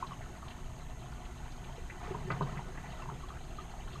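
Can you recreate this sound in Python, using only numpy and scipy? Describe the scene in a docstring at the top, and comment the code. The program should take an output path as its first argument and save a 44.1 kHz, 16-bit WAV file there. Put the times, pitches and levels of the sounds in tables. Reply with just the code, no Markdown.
"""A bright plop over trickling, gurgling water: a small washing machine drains its plastic tub.
The outflow is a cloud of tiny bubble tones on a noisy wash, coloured by the hollow tub and drain,
dotted with single plops and fine splashes. Midway it surges, and a few bumps boom in the tub over
the low slosh of the water. A small room answers briefly; rumble, faint hum and hiss lie underneath."""
import sys
import numpy as np
from scipy import signal
from scipy.fft import rfft, irfft, next_fast_len
from scipy.io import wavfile
from scipy.ndimage import uniform_filter1d, map_coordinates

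SR = 44100
rng = np.random.default_rng(int(sys.argv[2]) if len(sys.argv) > 2 else 0)


def transcribe(u):
    """Save the signal u as a 16-bit wav file named by the first command-line argument.

    u: samples, shape (n,) or (channels, n), limited to [-1, 1]; the rate is SR.
    q: integer samples, one column per channel.
    """
    v = np.clip(np.atleast_2d(u).T, -1, 1)
    q = np.round(v * 32767).astype(np.int16)
    wavfile.write(sys.argv[1], SR, q)


N = 176400

# decay of the small room (frequency [Hz], t60 [s])
ROOM_DECAY = [(150, 0.062), (1000, 0.13), (8000, 0.1)]
# colour of the room rumble (frequency [Hz], relative level [dB])
RUMBLE_COLOUR = [(12, -9), (27, 1.5), (42, -4.5), (56, -9.5), (68, -2), (85, -11.5), (120, -7.5),
                 (200, -21), (400, -27), (1000, -55.5), (6000, -100)]
# colour of the hiss (frequency [Hz], relative level [dB])
HISS_COLOUR = [(300, 10.5), (2000, -6.5), (4000, -9.5), (5200, -18), (6050, -2.5), (6460, 8), (6950, -1),
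               (8800, -4.5), (10300, -13.5), (12000, -10), (13500, -15.5), (14500, -24)]
# tones of the low hum (frequency [Hz], rms level [dB])
HUM_TONES = [(24.5, -53), (56.5, -52.5), (110.5, -65.5), (244, -63)]
# envelope of the tub's boom as water sloshes in it (time [s], level [dB])
SLOSH_ENVELOPE = [(0, -53.5), (.9, -60), (1.3, -55), (1.55, -57), (2.0, -51.5), (2.16, -45), (2.23, -42.5),
                  (2.39, -40), (2.49, -42), (2.65, -50.5), (2.95, -50.5), (3.13, -49), (3.25, -58.5),
                  (4, -51)]
# colour of that boom (frequency [Hz], relative level [dB])
SLOSH_COLOUR = [(60, -18), (100, -14), (130, 5), (160, 1.5), (200, -4.5), (240, -14.5), (320, -24.5),
                (410, -10.5), (560, -29), (2000, -110)]
# ringing modes of the plastic walls (frequency [Hz], relative level [dB], t60 [s])
WALL_MODES = [(192, -2.5, 0.05), (328, -5, 0.031), (398, -7.5, 0.061), (650, -5.5, 0.06),
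              (926, -0.5, 0.038), (1060, -3, 0.045), (1224, 2.5, 0.04), (1500, -6.5, 0.06),
              (1980, -3, 0.051), (2290, -11.5, 0.033)]
# bumps on the tub (time [s], knock gain [dB], knock cut-off [Hz], thud gain [dB], thud pitch [Hz])
TUB_BUMPS = [(2.104, -35.5, 520, -32, 113), (2.142, -38.5, 1190, -51, 139), (2.302, -29, 2380, -29, 132.7),
             (2.32, -35.5, 2320, -40, 177), (2.332, -43, 1400, -28, 122), (2.407, -27.5, 1130, -23, 144.4),
             (2.416, -33.5, 1440, -39.5, 170), (2.524, -52, 450, -29.5, 127), (2.569, -48, 2100, -30, 135),
             (3.118, -35, 480, -32.5, 128)]
# hollow resonances of tub and drain (frequency [Hz], width [Hz], gain [dB])
CAVITY_MODES = [(365.7, 19, 9), (621, 34, 1.5), (721, 4.1, 6.5), (1333, 38, -2), (1479, 17, 3),
                (1607, 16, -4), (1787, 15, 6), (1975, 65, 1.5), (2340, 16, 0), (2707, 45, 0), (3046, 76, 1),
                (3890, 28, -0.5), (4114, 22, 6)]
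# small splashes (time [s], level [dB], band centre [Hz])
SPLASH_HITS = [(.064, -54.5, 3780), (.125, -58, 2360), (0.211, -52, 1760), (.42, -48, 990),
               (.479, -54.5, 3400), (.503, -53, 2740), (1.119, -50.5, 1220), (1.249, -54.5, 2900),
               (1.514, -56.5, 3920), (1.639, -54.5, 3000), (1.896, -44, 1870), (2.311, -53, 3670),
               (2.419, -53, 3450), (2.569, -45.5, 1820), (2.772, -46.5, 1700), (2.851, -53, 1740),
               (3.016, -56, 2100), (3.283, -55, 3300), (3.365, -51, 1280), (3.872, -50, 1140),
               (3.927, -54, 3300)]
# single large bubbles (time [s], relative level [dB], starting pitch [Hz], swell time [s])
PLOP_HITS = [(0.025, -26, 1040, 0.0032), (0.109, -35.5, 1090, 0.0015), (0.118, -34.5, 1075, 0.0035),
             (.207, -38, 750, 0.0018), (1.748, -43, 705, 0.0029), (1.779, -40, 460, 0.0034),
             (2.077, -37, 420, 0.006), (2.106, -31, 370, 0.0047), (2.142, -36.5, 403, 0.0093),
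             (2.146, -33, 950, 0.004), (2.408, -28, 976, 0.0044), (2.469, -38.5, 1040, 0.0052),
             (2.592, -31, 856, 0.0023), (2.838, -42.5, 800, 0.0075), (3.021, -37, 1020, 0.0028),
             (3.057, -34, 960, 0.0018), (3.088, -31.5, 984, 0.0031), (3.1, -30, 1080, 0.00091),
             (3.116, -42.5, 382, 0.0073), (3.235, -40.5, 1113, 0.0046), (3.303, -36.5, 1184, 0.0021),
             (3.406, -42.5, 740, 0.0031), (3.584, -34, 1204, 0.0047), (3.738, -36, 870, 0.0015),
             (3.799, -42.5, 774, 0.0025), (3.957, -36, 1176, .003)]
# strength of the outflow (time [s], relative level [dB])
FLOW_ENVELOPE = [(0, -51.5), (.16, -56), (.3, -55), (.44, -55), (.7, -56.5), (1.0, -56.5), (1.15, -55.5),
                 (1.9, -54.5), (2.05, -50), (2.16, -51), (2.27, -53.5), (2.5, -51), (2.7, -54.5),
                 (2.85, -52), (3.12, -54.5), (3.2, -54), (3.5, -55.5), (4, -55)]
# colour of the running water (frequency [Hz], relative level [dB])
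WATER_COLOUR = [(200, -5), (300, -3), (410, -8), (530, -12.5), (700, -1.5), (900, -1.5), (1200, -5),
                (1600, -10), (2000, -11), (2500, -11.5), (3100, -13.5), (3600, -12.5), (4100, -15),
                (4800, -15.5), (8000, -24), (14000, -48)]


def amp(db):
    """Decibels to gain."""
    return 10 ** (np.asarray(db) / 20)


def unit(x):
    """Scale to rms 1."""
    return x / np.sqrt(np.mean(x ** 2) + 1e-20)


def along(points, hz):
    """Read (frequency, value) points at hz, on a log frequency axis."""
    freqs, values = np.transpose(points)
    return np.interp(np.log(hz + 1), np.log(freqs + 1), values)


def curve(rows):
    """An envelope with one value per sample, from (time, value) rows."""
    return np.interp(np.arange(N) / SR, *np.transpose(rows))


def wobble(rate):
    """Smooth random modulation, with rate knots a second."""
    return map_coordinates(rng.standard_normal(1024), [np.arange(N) * rate / SR], mode="wrap")


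def filtered(x, response):
    """Equalise x with a response given as a function of frequency."""
    size = next_fast_len(len(x) + 8192)
    return irfft(rfft(x, size) * response(np.fft.rfftfreq(size, 1 / SR)), size)[:len(x)]


def noise(colour):
    """Coloured noise of rms 1."""
    return unit(filtered(rng.standard_normal(N), lambda hz: amp(along(colour, hz))))


def add(track, start_s, sound):
    """Mix a sound into a track at start_s."""
    part = track[max(0, round(start_s * SR)):][:len(sound)]
    part += sound[:len(part)]


def swell(t, peak_s):
    """A soft attack to 1 at peak_s, then an exponential fall."""
    return (t / peak_s * np.exp(1 - t / peak_s)) ** 2


def in_room(x, wet_db=-8):
    """A sound plus the room's short tail, 5 ms later and different for every spot."""
    hz, t, spectra = signal.stft(rng.standard_normal(SR // 3), SR, nperseg=256)
    decay = amp(-60 * t / along(ROOM_DECAY, hz)[:, None])
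    tail = signal.istft(spectra * decay, SR, nperseg=256)[1]
    impulse = np.pad(tail, (SR // 200, 0)) / np.linalg.norm(tail)
    return x + amp(wet_db) * signal.fftconvolve(x, impulse)[:len(x)]


def room_tone(rumble_db=-46.5, hiss_db=-60.5):
    """The bed: low room rumble, a faint wavering hum and an even hiss."""
    hum = np.zeros(N)
    for hz, db in HUM_TONES:
        level = np.sqrt(2) * amp(db + 1.5 * wobble(5.35))
        pitch = hz * (1 + .01 * wobble(6))
        hum += level * np.sin(2 * np.pi * np.cumsum(pitch) / SR)
    return amp(rumble_db) * noise(RUMBLE_COLOUR) + hum + amp(hiss_db) * noise(HISS_COLOUR)


def slosh():
    """The hollow tub booms unevenly as the water moves."""
    uneven = amp(1.5 * wobble(14))
    return amp(curve(SLOSH_ENVELOPE)) * unit(noise(SLOSH_COLOUR) * uneven)


def knock(t, cutoff_hz, attack_s=.0023, crack_db=4.5, crack_t60_s=.075):
    """Struck plastic walls ring with a noisy crack; a lower cut-off makes a duller hit."""
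    ring = np.zeros(len(t))
    for hz, db, t60 in WALL_MODES:
        envelope = amp(db + rng.normal(0, 1.7) - 60 * t / t60)
        pitch = hz * rng.normal(1, .008)
        ring += envelope * np.sin(2 * np.pi * (pitch * t + rng.random()))
    crack = amp(crack_db - 60 * t / crack_t60_s) * rng.standard_normal(len(t))
    attack = 1 - np.exp(-t / attack_s)
    return signal.sosfilt(signal.butter(6, cutoff_hz, fs=SR, output="sos"), (ring + crack) * attack)


def thud(t, hz, attack_s=.004, t60_s=.11, sag=.2, sag_s=.013):
    """The hollow tub's low boom starts sharp and sags down to hz."""
    envelope = amp(-60 * t / t60_s) * (1 - np.exp(-t / attack_s))
    cycles = hz * (t + sag * sag_s * (1 - np.exp(-t / sag_s)))
    return envelope * np.sin(2 * np.pi * cycles)


def bumps():
    """Each bump on the tub layers a knock, with room on it, over a dry thud."""
    out, t = np.zeros(N), np.arange(SR // 3) / SR
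    for start_s, knock_db, cutoff_hz, thud_db, thud_hz in TUB_BUMPS:
        walls = in_room(amp(knock_db) * knock(t, cutoff_hz))
        add(out, start_s, walls + amp(thud_db) * thud(t, thud_hz))
    return out


def hollow(hz):
    """Frequency response of the direct sound plus the resonances of tub and drain."""
    return 1 + sum(amp(db) * 1j * hz * width / (centre ** 2 - hz ** 2 + 1j * hz * width)
                   for centre, width, db in CAVITY_MODES)


def spray(size, centre_hz, log_width):
    """Many fine drops blur into one band of noise, coloured by the hollow tub; rms 1."""
    band = lambda hz: hollow(hz) * np.exp(-.5 * (np.log((hz + 1) / centre_hz) / log_width) ** 2)
    return unit(filtered(rng.standard_normal(size), band))


def splashes():
    """Brief, soft spatters of drops."""
    out, t = np.zeros(N), np.arange(SR // 4) / SR
    for start_s, db, centre_hz in SPLASH_HITS:
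        spatter = swell(t, peak_s=.0068) * spray(len(t), centre_hz, log_width=.23)
        add(out, start_s, in_room(amp(db) * spatter))
    return out


def plops(trim_db=-2.5, rise_per_s=3.2, spray_db=-14):
    """Each large bubble rings with a rough, rising tone and throws a little spray as it bursts."""
    out, t = np.zeros(N), np.arange(SR // 4) / SR
    for start_s, db, hz, swell_s in PLOP_HITS:
        jitter = unit(uniform_filter1d(rng.standard_normal(len(t)), size=SR // 300))
        roughness = .3 * uniform_filter1d(jitter, size=SR // 1000)
        tone = swell(t, swell_s) * np.sin(2 * np.pi * hz * t * (1 + rise_per_s * t / 2) + roughness)
        burst = amp(spray_db) * swell(t, 2 * swell_s) * spray(len(t), hz, log_width=.18) / np.sqrt(2)
        add(out, start_s, in_room(amp(db + trim_db) * (tone + burst)))
    return out


def bubbles(count, centre_hz, spread, cycles, scatter_db, rise):
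    """A cloud of short rising bubble tones of random pitch and size, each peaking after `cycles`."""
    t = np.arange(int(SR * min(.04, 6 * cycles / centre_hz))) / SR
    starts = rng.integers(0, N, count)
    hz = np.clip(centre_hz * np.exp(spread * rng.standard_normal((count, 1))), 200, 9000)
    gain = amp(scatter_db * np.minimum(rng.exponential(size=(count, 1)), 3))
    peak_s = cycles / hz
    phase = 2 * np.pi * (hz * t * (1 + rise * t / peak_s) + rng.random((count, 1)))
    grains = gain * swell(t, peak_s) * np.sin(phase)
    positions = starts[:, None] + np.arange(len(t))
    return unit(np.bincount(positions.ravel(), grains.ravel(), N)[:N])


def outflow(gurgle_db=.5, wash_db=-5.5, fizz_db=-9.5):
    """Bubbles gurgle on a wash of running water: more flow is louder and brighter, with fizz on top."""
    flow_db = curve(FLOW_ENVELOPE)
    surge_db = flow_db - flow_db.mean()
    colour = lambda hz: amp(along(WATER_COLOUR, hz)) * hollow(hz)
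    large = bubbles(count=1300, centre_hz=852.4, spread=.4306, cycles=2.46, scatter_db=1.5, rise=.011)
    large *= amp(.61 * wobble(25.5))
    small = bubbles(count=2000, centre_hz=1682, spread=.3497, cycles=4.5, scatter_db=2.5, rise=.014)
    small *= amp(.69 * surge_db + .34 * wobble(24.56))  # a surge brings the small bubbles forward
    gurgle = unit(in_room(filtered(large + small, colour)))
    wash = unit(filtered(rng.standard_normal(N), colour))
    fine = bubbles(count=2000, centre_hz=3014, spread=.3, cycles=4.5, scatter_db=2, rise=.0042)
    fizz = unit(in_room(filtered(fine, hollow)))
    stream = amp(flow_db + .84 * wobble(25.84)) * (amp(gurgle_db) * gurgle + amp(wash_db) * wash)
    loose_flow_db = flow_db.mean() + .23 * surge_db  # the fizz follows the flow only loosely
    return stream + amp(loose_flow_db + fizz_db + 2.44 * wobble(21.85)) * fizz


def scene():
    """The mono mix: water in front, the tub behind it, room tone underneath."""
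    return (outflow() + plops() + splashes() + bumps() + slosh() + room_tone())[None]


def record(dry):
    """A steep low-pass takes off the air above 14.5 kHz."""
    return signal.sosfilt(signal.ellip(12, .1, 90, 14500, fs=SR, output="sos"), dry)


dry = scene()
out = record(dry)
transcribe(out)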